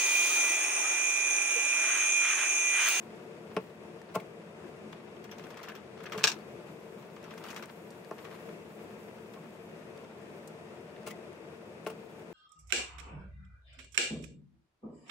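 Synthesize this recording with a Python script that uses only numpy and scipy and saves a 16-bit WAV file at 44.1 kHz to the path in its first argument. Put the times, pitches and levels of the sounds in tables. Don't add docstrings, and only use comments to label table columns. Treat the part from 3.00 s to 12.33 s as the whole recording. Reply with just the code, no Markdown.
import sys
import numpy as np
from scipy import signal
from scipy.fft import rfft, irfft, next_fast_len
from scipy.io import wavfile
from scipy.ndimage import uniform_filter1d

SR = 44100
rng = np.random.default_rng(int(sys.argv[2]) if len(sys.argv) > 2 else 0)


def to_linear_factor(level_db):
    exponent = np.asarray(level_db, float) / 20
    return 10 ** exponent


def generate_wav(signal):
    frames = np.transpose(np.atleast_2d(signal))
    scaled = np.clip(frames, -1, 1) * 32767
    pcm = np.round(scaled).astype(np.int16)
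    wavfile.write(sys.argv[1], SR, pcm)


N = 411453
T = np.arange(N) / SR
FAST = next_fast_len(N, True)
HZ = np.maximum(np.fft.rfftfreq(FAST, 1 / SR), 10)

# frequency in Hz, level in dB per Hz.
AIR_COLOUR = [(18, -48), (30, -32), (165, 0), (226, -2), (279, -5), (447, -2.5), (716, -5.5), (795, -13),
              (883, -11), (1570, -16), (2520, -17.5), (4040, -27), (8420, -34), (12500, -42.5),
              (14600, -48.5), (15800, -50)]
# frequency in Hz, width in Hz, lift in dB
HUM_PEAKS_DIPS = [(91, 12.5, 6.5), (163.2, 14.6, 4), (214, 24, 7), (281, 25, -3.5), (356, 69, 5.5),
                  (451.7, 33.4, 7.5), (596, 23, 3.5), (892, 17, 4.5), (2600, 300, 2.5), (3050, 350, -3.5),
                  (4100, 200, -5)]
# frequency in Hz, left minus right in dB.
AIR_SIDE = [(200, 0.1), (290, 3), (380, 6), (520, 2), (700, 0.1)]
AIR_DB = -48.5

# start in seconds, hardest in seconds, end in seconds, lift of the drag in dB.
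STROKES = [
    (.35, 0.648, 0.74, 2.5),
    (.8, 1.05, 1.3, 3),
    (2.2, 2.66, 2.91, 8.2),
    (2.9, 3.07, 3.15, 8),
    (3.0, 3.22, 3.57, 9.5),
    (3.9, 4.54, 4.78, 8.6),
    (4.9, 5.33, 5.55, 5),
    (5.7, 6.0, 6.2, 2),
    (6.25, 6.47, 6.68, 2),
]
# frequency in Hz, level in dB per Hz.
CUT_COLOUR = [(300, -26), (900, 3), (2500, -8), (5000, -15.5), (12000, -29.5)]
# frequency in Hz, level in dB per Hz.
RUSTLE_COLOUR = [(3000, -18), (7000, -5.5), (10000, -7.5), (15500, -6.5)]
# time in seconds, level in dB.
FIDGET = [(0, -75), (.34, -86), (.62, -74), (.85, -84), (2.28, -90), (2.44, -74), (2.65, -84), (3.03, -91),
          (3.17, -69.5), (3.45, -79.5), (3.95, -72.5), (4.26, -81), (4.48, -72), (6.4, -75), (7.0, -79),
          (8.8, -85), (9.02, -75), (9.33, -83)]
FAINT_FLOOR_DB, RASP_TOP_HZ = -59, 5500
RUSTLE_FOLLOWS = 0.57

# start in seconds, level in dB, rise in seconds, t60 in seconds.
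FLICKS = [
    (7.4745, -52, 0.0011, 0.05),
    (8.848, -64, .001, 0.026),
    (0.151, -71, .01, 0.054),
    (4.9, -67, 0.011, 0.1),
]
# time in seconds, peak in
# dB, centre in Hz, dull pluck in dB.
TICKS = [(1.0156, -45, 4830, -43), (3.3882, -48, 4410, -58), (4.2283, -44, 4120, -55),
         (4.5451, -38, 5760, -46), (4.9048, -42, 4910, -58), (5.0464, -41, 4170, -46),
         (5.1103, -42, 5620, -40), (6.976, -44, 4340, -54), (7.1394, -59, 9080, -60),
         (7.656, -58, 8500, -62), (8.0311, -50, 5120, -46), (8.0739, -35, 10700, -44),
         (8.3294, -48, 8580, -61), (8.8478, -50, 11200, -65), (8.0742, -36, 15200, -60),
         (8.0742, -38, 6800, -60), (8.9012, -42, 8700, -55), (8.8672, -35, 9960, -47)]
# time in seconds, bright tick in dB, dull pluck in dB.
SPRINGS = [(2.3984, -53, -46), (2.4693, -45, -49), (2.5426, -50, -41), (2.601, -53, -43),
           (2.6584, -50, -44), (2.7207, -49, -39), (2.7741, -55, -55), (3.0974, -48, -42),
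           (3.2091, -48, -35), (4.34, -44, -44), (4.4134, -51, -52), (4.4644, -42, -49), (4.5294, -47, -46),
           (4.5964, -59, -45), (4.6568, -38, -51)]
# frequency in Hz, level in dB per Hz.
FIZZ_COLOUR = [(2500, -20), (4500, -2), (8500, 0), (12000, -7), (15500, -14)]
SPRING_HZ = 9200

# time in seconds, peak in dB, pitch in Hz.
GRAINS = [(0.4469, -49, 1390), (1.1992, -42, 2100), (2.0637, -49, 1530), (2.2934, -43, 1820),
          (2.3254, -43, 1410), (2.3945, -43, 1640), (2.4374, -45, 1250), (2.4668, -43, 1560),
          (2.5032, -43, 1250), (2.5426, -41, 1650), (2.5701, -41, 1250), (2.602, -38, 1250),
          (2.6154, -40, 1290), (2.6838, -34, 1750), (2.6994, -43, 1610), (2.7192, -38, 1600),
          (2.7516, -40, 1360), (3.0041, -39, 1250), (3.0425, -39, 1370), (3.056, -35, 1700),
          (3.0664, -37, 1280), (3.0974, -37, 1570), (3.1218, -29, 1290), (3.1457, -32, 1330),
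          (3.1824, -34, 2760), (3.2086, -35, 1580), (4.0886, -48, 1360), (4.1654, -42, 1250),
          (4.3071, -43, 2580), (4.3375, -39, 1570), (4.3755, -43, 1310), (4.4149, -40, 1310),
          (4.4444, -36, 1290), (4.4654, -40, 1640), (4.4854, -39, 2970), (4.5044, -39, 2790),
          (4.5124, -41, 1290), (4.5301, -39, 1330), (4.5625, -38, 1710), (4.5744, -39, 1250),
          (4.596, -37, 1530), (4.6254, -37, 1370), (4.6947, -42, 1340), (5.1816, -43, 1770),
          (5.243, -42, 1270), (5.4889, -47, 1370), (6.3594, -45, 1250), (7.0479, -43, 1320),
          (7.9668, -47, 1800)]

# time in seconds, peak in dB, crack in dB, contact in seconds.
KNOCKS = [(0.5660, -19, -30, 0.0028), (1.146, -30.5, -57, .007), (1.156, -22, -46, 0.0053),
          (3.14, -32, -57, 0.009), (3.18, -31.5, -55, 0.004), (3.24, -30, -58, 0.0015),
          (5.1117, -30.5, -51, 0.0022), (8.068, -36.5, -50, 0.008), (8.8644, -27, -36.5, 0.0037),
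          (8.899, -38, -49, .004), (6.36, -43, -62, 0.014), (3.154, -31, -60, .006),
          (3.165, -33, -65, .012)]
# level in dB of the modes in each of the four groups,
# lowest first.
SPOTS = [(0.5, 2, -2.5, -1), (-4, -3, 6, 5), (3, -0.5, 3, 0.5), (1, 0.5, -3, -1), (1, -0.5, -1.5, -3.5),
         (1, 1, -3, -3), (-4.5, 1, 3, 3), (-2, -1, 5, 5.5), (-3, 2, 2, 1), (-2, -1, 1, -2), (5, 1, 2, 3),
         (4, 4, -2, -2), (11, -14, -14, -14)]
GROUP_TOPS_HZ = [220, 580, 950]
# frequency in Hz, width in Hz, level in dB.
BOARD_MODES = [(135, 13, -13.5), (180.4, 21, -6.5), (277, 37, -17), (309, 32, -10), (401, 26, -8),
               (440, 28, 0.5), (535, 30, -9), (635.5, 43, 0.5), (689, 58, -10), (843, 40, -9),
               (886, 39, -12), (1078, 54, -3.5), (1149, 52, -6.5), (1380, 63, -8), (1560, 80, -14.5)]
# frequency in Hz, width in Hz, level in dB.
TAP_MODES = [(1500, 400, 2.5), (2670, 360, 6.5), (5330, 590, -8.5), (9000, 2500, -19.5)]
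KNOCK_FLOOR_HZ = 110

# start in seconds, peak in dB, rise in seconds, t60 in seconds,
# squeak of a leather scrap in dB.
BRUSHES = [
    (1.14, -34.5, 0.016, 0.06, -45),
    (1.196, -49, 0.0048, 0.05, -50),
    (3.03, -48, 0.0087, 0.047, -63),
    (8.06, -37.5, 0.017, .09, -50),
    (8.10, -42, .014, 0.028, -44),
    (8.867, -39.5, 0.0017, .08, -52),
    (8.899, -43.5, .004, 0.055, -61),
]
# frequency in Hz, level in dB per Hz.
BRUSH_COLOUR = [(710, -26), (1200, -3), (1770, -17), (2750, -5.5), (3640, -16.5), (3970, -13.5),
                (10800, -19.5), (12200, -28.5), (15800, -15)]
SQUEAK_HZ = 2140

# time in seconds, tear in dB, fibre hiss in dB, tip ring in dB.
SLIPS = [(1.924, -39.5, -59, -76), (2.1624, -44.5, -74, -84), (2.2399, -46, -60, -66),
         (2.3125, -40.5, -60, -59), (2.382, -44, -59, -64), (2.4376, -47, -63, -70),
         (2.5025, -46, -60, -65), (2.5701, -42, -58, -69), (2.6296, -40, -55.5, -57),
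         (2.6855, -37.5, -58, -57), (2.7505, -41.5, -61, -60), (3.003, -43, -71, -74),
         (3.058, -35, -66, -69), (3.1198, -31, -50.5, -56), (3.176, -34.5, -47, -57),
         (4.024, -44.5, -74, -84), (4.162, -42.5, -59.5, -80), (4.239, -44, -61, -72),
         (4.3071, -43, -66, -69), (4.3755, -44, -56, -70), (4.4377, -41, -56, -63),
         (4.4844, -39.5, -57.5, -66), (4.5024, -44, -51, -60), (4.5606, -37.5, -51, -59),
         (4.6234, -35, -55, -63), (4.693, -40.5, -68, -80), (5.1816, -40, -62, -73), (5.245, -39, -60, -73),
         (6.3354, -45.5, -59, -77), (7.0404, -45, -65, -78)]
# extra ring of the blade body in dB, delay of the tear in seconds.
BITES = [(0.5, .002), (1, .002), (1, .002), (2, .006), (0.5, .009), (4, .002), (-2, .002), (3, .001),
         (-2, .004), (-2, .001), (0.5, .001), (3, .001), (2, .004), (3, .002), (1, .003), (1, .002),
         (1, .002), (3, .002), (1, .001), (2, .001), (-1, .005), (-3, .006), (-2, .002), (-2, .001),
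         (-2, .002), (-3, .003), (-2, .004), (-2, .003), (1, .002), (1, .004)]
# time in seconds, tear in dB, fibre hiss in dB, tip ring in dB.
CATCHES = [
    (2.9744, -50, -70, -80),
    (3.037, -46, -62, -76),
    (5.3103, -45, -68, -79),
    (5.488, -45, -74, -84),
    (6.03, -48, -64, -82),
    (6.972, -48, -70, -84),
    (7.9, -48, -70, -86),
    (7.96, -48, -72, -86),
    (8.485, -48, -68, -86),
]
# frequency in Hz, level in dB per Hz.
LEATHER_COLOUR = [(600, -39), (1000, 5.5), (1600, 2), (3000, -1.5), (4500, -13), (8000, -39)]
# frequency in Hz, level in dB per Hz.
HISS_COLOUR = [(2500, -6), (4000, -2), (7000, -2.5), (9500, -13), (15500, -18)]
# frequency in Hz, width in Hz, level in dB.
TIP_MODES = [(14400, 210, -1.5), (13900, 250, -12)]
# frequency in Hz, width in Hz, level in dB.
STEEL_MODES = [(5730, 120, 8.3), (3290, 160, 8.5), (2160, 90, 7), (2760, 140, 8), (4370, 180, 2),
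               (5080, 200, 1), (1700, 120, 2), (6400, 250, -3)]
FIRM_RING_DB, FIRM_TEAR_DB = -62, -42
BODY_DB, BODY_FOLLOWS_TIP, BODY_FOLLOWS_TEAR = -58.5, .5, .4
JERK_T60_S, T60_S_PER_DB = .1, 0.0041

# time in seconds, click in dB, rattle in dB, t60 in seconds.
SNAPS = [
    (3.234, -36.5, -32, 0.094),
    (3.2399, -9, -18.5, 0.06),
    (3.2723, -16.5, -30.5, 0.09),
    (3.2765, -21, -30, 0.068),
    (3.2855, -29, -36.5, 0.055),
    (3.297, -33, -40, 0.055),
    (3.3162, -34, -38, 0.07),
]
# frequency in Hz, level in dB per Hz.
RATTLE_COLOUR = [(290, -35), (500, -12), (545, -16), (931, -6.5), (1520, -6), (1660, 1), (1940, -23),
                 (2450, -1), (3470, -7.5), (3830, -3.5), (4760, -6.5), (5750, -4), (8130, -17),
                 (10400, -29.5), (15800, -26)]
# frequency in Hz, width in Hz, level in dB.
CRACK_MODES = [(1690, 200, -3), (2620, 350, 1.5), (3830, 390, 2), (5580, 550, 0), (7840, 630, -3.5)]

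# frequency in Hz, left-right likeness from -1 to 1.
FAR_LIKENESS = [(30, .75), (60, .97), (110, 0.95), (200, 0.97), (380, 0.65), (700, 0.93), (1290, -0.15),
                (2380, -0.35), (4400, -0.48), (8120, 0.59), (15000, 0.18)]
# frequency in Hz, left-right likeness from -1 to 1.
NEAR_LIKENESS = [(130, 0.89), (600, 0.74), (1400, 0.57), (3000, 0.26), (4300, 0.065), (6000, 0.1),
                 (9500, 0.62), (14000, 0.4), (15500, 0.053)]
# frequency in Hz, left minus right in dB.
PORTS = [(60, 1), (110, 2), (200, -0.5), (380, 2.5), (700, 1.5), (1290, 4.0), (2380, 4.5), (4400, 1.5),
         (8120, 3.5), (15000, 7.5)]
# low edge in Hz, high edge in Hz, rarity in spreads of chance,
# changes per second.
DROPOUTS = [(3980, 4160, .9, 12), (4350, 4500, 1.6, 12), (5000, 5170, 1.8, 12), (10050, 10250, 1.3, 12),
            (11600, 11850, 1.6, 12), (13200, 13450, 1.4, 12), (15300, 15800, 1.0, 10),
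            (14750, 15300, 1.5, 10)]
ROOM_T60_S, ROOM_DB = 0.12, -12.5
BASS_CUT_HZ, TOP_CUT_HZ = 59, 15760


def rms_one(x):
    return x / np.sqrt(np.mean(x ** 2) + 1e-20)


def at_hz(points):
    hz, value = np.transpose(points)
    return np.interp(np.log(HZ), np.log(hz), value)


def drift(rate_hz):
    r = np.exp(-2 * np.pi * rate_hz / SR)
    slow = signal.lfilter([1], [1, -2 * r, r * r], rng.standard_normal(N + SR))
    return rms_one(slow[SR:])


def noise(colour_db, likeness, pan_db=0):
    mid, side = rfft(rng.standard_normal((2, FAST))) * to_linear_factor(colour_db)
    alike = np.clip(at_hz(likeness), -.99, .99)
    pair = np.sqrt(1 + alike) * mid + np.sqrt(1 - alike) * side * [[1], [-1]]
    pair = pair * to_linear_factor(pan_db * np.array([[.5], [-.5]]))
    pair = irfft(pair, FAST)[:, :N]
    return pair / np.std(pair.mean(axis=0))


def envelope(rows):
    out = np.full(N, 1e-9)
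    t = np.arange(SR // 2) / SR
    for s, level_db, rise, t60 in rows:
        rise = max(rise, 1e-4)
        fall_db = -60 * np.maximum(t - rise, 0) / t60
        shape = np.minimum(t / rise, 1) * to_linear_factor(level_db + fall_db)
        at = round(s * SR)
        out[at:at + len(t)] += shape[:N - at]
    return out


def resonate(x, hz, width_hz):
    r = np.exp(-np.pi * width_hz / SR)
    poles = [1, -2 * r * np.cos(2 * np.pi * hz / SR), r * r]
    return signal.lfilter(np.array([1, 0, -1]) * (1 - r * r) / 2, poles, x)


def modes(x, table):
    return sum((-1) ** k * to_linear_factor(mode_db) * resonate(x, hz, width) for k, (hz, width, mode_db) in enumerate(table))


def strikes(times, levels_db, lag):
    clicks = np.full((2, N), 1e-18)
    at = np.round(np.array(times) * SR).astype(int)
    clicks[0, at] = clicks[1, at + lag] = to_linear_factor(np.array(levels_db))
    return clicks


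def air_unit():
    modes_db = sum(mode_db / (1 + (2 * (HZ - hz) / width) ** 2) for hz, width, mode_db in HUM_PEAKS_DIPS)
    hum = noise(at_hz(AIR_COLOUR) + modes_db, FAR_LIKENESS, at_hz(AIR_SIDE))
    return hum * to_linear_factor(AIR_DB + .9 * drift(4))


def friction():
    pushes = [np.interp(T, [start, hardest, end], [0, lift_db, 0]) for start, hardest, end, lift_db in STROKES]
    push_db = np.max(pushes, axis=0)
    effort = to_linear_factor(FAINT_FLOOR_DB + push_db)
    crackles_per_s = 400 * (effort / to_linear_factor(-54)) ** 2
    crackle = (rng.random(N) < crackles_per_s / SR) * to_linear_factor(2.4 * np.minimum(rng.exponential(1, N), 3))
    crackle = signal.lfilter([1], [1, -np.exp(-1 / (0.0007 * SR))], crackle)
    cut = noise(at_hz(CUT_COLOUR), NEAR_LIKENESS) * effort * to_linear_factor(-5.7 + 2.3 * drift(25))
    cut = cut * (0.84 + .8 * crackle)
    cut = signal.sosfilt(signal.butter(4, RASP_TOP_HZ, fs=SR, output="sos"), cut)
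    rustle_db = np.interp(T, *np.transpose(FIDGET)) + RUSTLE_FOLLOWS * push_db
    return cut + noise(at_hz(RUSTLE_COLOUR), NEAR_LIKENESS) * to_linear_factor(rustle_db + 2.6 * drift(15))


def fibres():
    clicks, t = np.zeros(N), np.arange(400) / SR
    ticks = TICKS + [(s, level_db, SPRING_HZ, pluck_db) for s, level_db, pluck_db in SPRINGS]
    for s, level_db, hz, pluck_db in ticks:
        click = to_linear_factor(level_db + 6) * np.sin(2 * np.pi * hz * t) * t * hz * np.exp(-t * hz / .85)
        pluck = to_linear_factor(pluck_db - 1.2) * np.sin(2 * np.pi * 1800 * t) * to_linear_factor(-60 * t / 0.012)
        clicks[round((s + .001) * SR):][:len(t)] += click + pluck
    fizz = envelope([(s + 0.00095, level_db - 15.5, .0002, .015) for s, level_db, _, _ in ticks] + FLICKS)
    return clicks + fizz * noise(at_hz(FIZZ_COLOUR), NEAR_LIKENESS)


def tough_grains():
    out, t = np.zeros((2, N)), np.arange(500) / SR
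    for s, level_db, hz in GRAINS:
        turn = 2 * np.pi * hz * (t + np.array([[0], [-5e-5]]))
        ring = np.sin(turn) + .6 * np.sin(1.58 * turn)
        ring = ring * np.minimum(t / .0006, 1) * to_linear_factor(level_db - .3 - 60 * t / .013)
        at = round(s * SR)
        out[:, at:at + len(t)] += ring
    return out


def knocks():
    out, t = np.full((2, N), 1e-18), np.arange(SR // 4) / SR
    chance = rng.standard_normal((len(KNOCKS), len(BOARD_MODES), 3))
    for (s, level_db, _, contact), spot_db, draws in zip(KNOCKS, SPOTS, chance):
        at = round(s * SR)
        for (hz, width, mode_db), (own, phase, apart) in zip(BOARD_MODES, draws):
            group_db = spot_db[np.searchsorted(GROUP_TOPS_HZ, hz)]
            swell = np.minimum(t / contact, 1) * np.exp(-np.pi * width * np.maximum(t - contact, 0))
            turn = 3 * phase + apart * hz / 3500 * np.array([[.5], [-.5]])
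            strength = to_linear_factor(level_db + group_db + mode_db - 7.5 + 0.63 * own)
            out[:, at:at + len(t)] += strength * swell * np.sin(2 * np.pi * hz * t + turn)
    out = signal.sosfilt(signal.butter(2, KNOCK_FLOOR_HZ, "high", fs=SR, output="sos"), out)
    s, _, crack_db, _ = np.transpose(KNOCKS)
    scrape = noise(0 * HZ, NEAR_LIKENESS) * envelope(zip(s, crack_db + 2.5, 0 * s, 0.048 + 0 * s))
    crack = strikes(s, crack_db + 24.0, lag=1) + scrape
    return out + modes(crack, TAP_MODES)


def brushes():
    s, level_db, rise, t60, squeak_db = np.transpose(BRUSHES)
    sweep = noise(at_hz(BRUSH_COLOUR), NEAR_LIKENESS) * to_linear_factor(2.4 * drift(250))
    scrap = rng.standard_normal(N) * envelope(zip(s, squeak_db + 20, rise, t60))
    squeak = resonate(scrap, SQUEAK_HZ, 113)
    return sweep * envelope(zip(s, level_db - 6, rise, t60)) + squeak


def blade():
    s, leather_db, hiss_db, tip_db = np.transpose(SLIPS + CATCHES)
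    lift_db, lag = np.transpose(BITES + [(0, 0)] * len(CATCHES))
    ring_swing_db, tear_swing_db = tip_db - FIRM_RING_DB, leather_db - FIRM_TEAR_DB
    steel_db = lift_db + BODY_DB + BODY_FOLLOWS_TIP * ring_swing_db + BODY_FOLLOWS_TEAR * tear_swing_db
    t60 = JERK_T60_S + T60_S_PER_DB * ring_swing_db
    grain = to_linear_factor(3.0 * drift(340))
    tear = envelope(zip(s + lag, leather_db - 9.3, 0.0045 + 0 * s, .9 * t60))
    tear = tear * noise(at_hz(LEATHER_COLOUR), NEAR_LIKENESS)
    hiss = envelope(zip(s, hiss_db, 0.0023 + 0 * s, 0.93 * t60)) * noise(at_hz(HISS_COLOUR), NEAR_LIKENESS)
    white = rng.standard_normal((2, N))
    tip = white * envelope(zip(s, tip_db + 17, .002 + 0 * s, .65 * t60))
    tip = tip + strikes(s + .002, tip_db + 40, lag=0)
    steel = white * envelope(zip(s, steel_db + 13, 0.0015 + 0 * s, .65 * t60))
    steel = steel + strikes(s + 0.000994, steel_db + 26.5, lag=0)
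    return (tear + hiss) * grain + modes(tip, TIP_MODES) + modes(steel, STEEL_MODES)


def snaps():
    s, click_db, rattle_db, t60 = np.transpose(SNAPS)
    rattle = envelope(zip(s, rattle_db, 0.00082 + 0 * s, t60)) * to_linear_factor(1.3 * drift(400))
    click = modes(strikes(s, click_db + 22, lag=1), CRACK_MODES)
    return click + noise(at_hz(RATTLE_COLOUR), NEAR_LIKENESS) * rattle


def room(x):
    t = np.arange(SR // 2) / SR
    tail = rng.standard_normal((2, len(t))) * to_linear_factor(-60 * t / ROOM_T60_S) * (t > .004)
    tail = signal.lfilter([.5], [1, -.5], tail)
    bass = signal.lfilter(*signal.butter(1, 900, fs=SR), tail)
    tail = tail - bass + bass[0]
    tail = tail / np.sqrt(np.sum(tail ** 2, axis=1, keepdims=True))
    return to_linear_factor(ROOM_DB) * signal.fftconvolve(x.mean(axis=0)[None], tail, axes=1)[:, :N]


def scene():
    work = fibres() + tough_grains() + knocks() + brushes() + blade() + snaps()
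    return air_unit() + friction() + work + room(work)


def dropouts(x):
    spectrum = rfft(x, FAST)
    for low, high, rarity, rate in DROPOUTS:
        gate = uniform_filter1d(1. * (drift(rate) > rarity), size=700)
        band = irfft(spectrum * ((HZ > low) & (HZ < high)), FAST)[:, :N]
        x = x - gate * band
    return x


def low_pass(x):
    return signal.sosfilt(signal.butter(12, 16630, fs=SR, output="sos"), x)


def record(dry):
    tilt = to_linear_factor(at_hz(PORTS) / 2 * np.array([[1], [-1]])) * (HZ < TOP_CUT_HZ)
    mix = irfft(rfft(dry, FAST) * tilt, FAST)[:, :N]
    mix = signal.sosfilt(signal.butter(2, BASS_CUT_HZ, "high", fs=SR, output="sos"), mix)
    mix = dropouts(mix)
    return low_pass(mix)


dry = scene()
out = record(dry)
generate_wav(out)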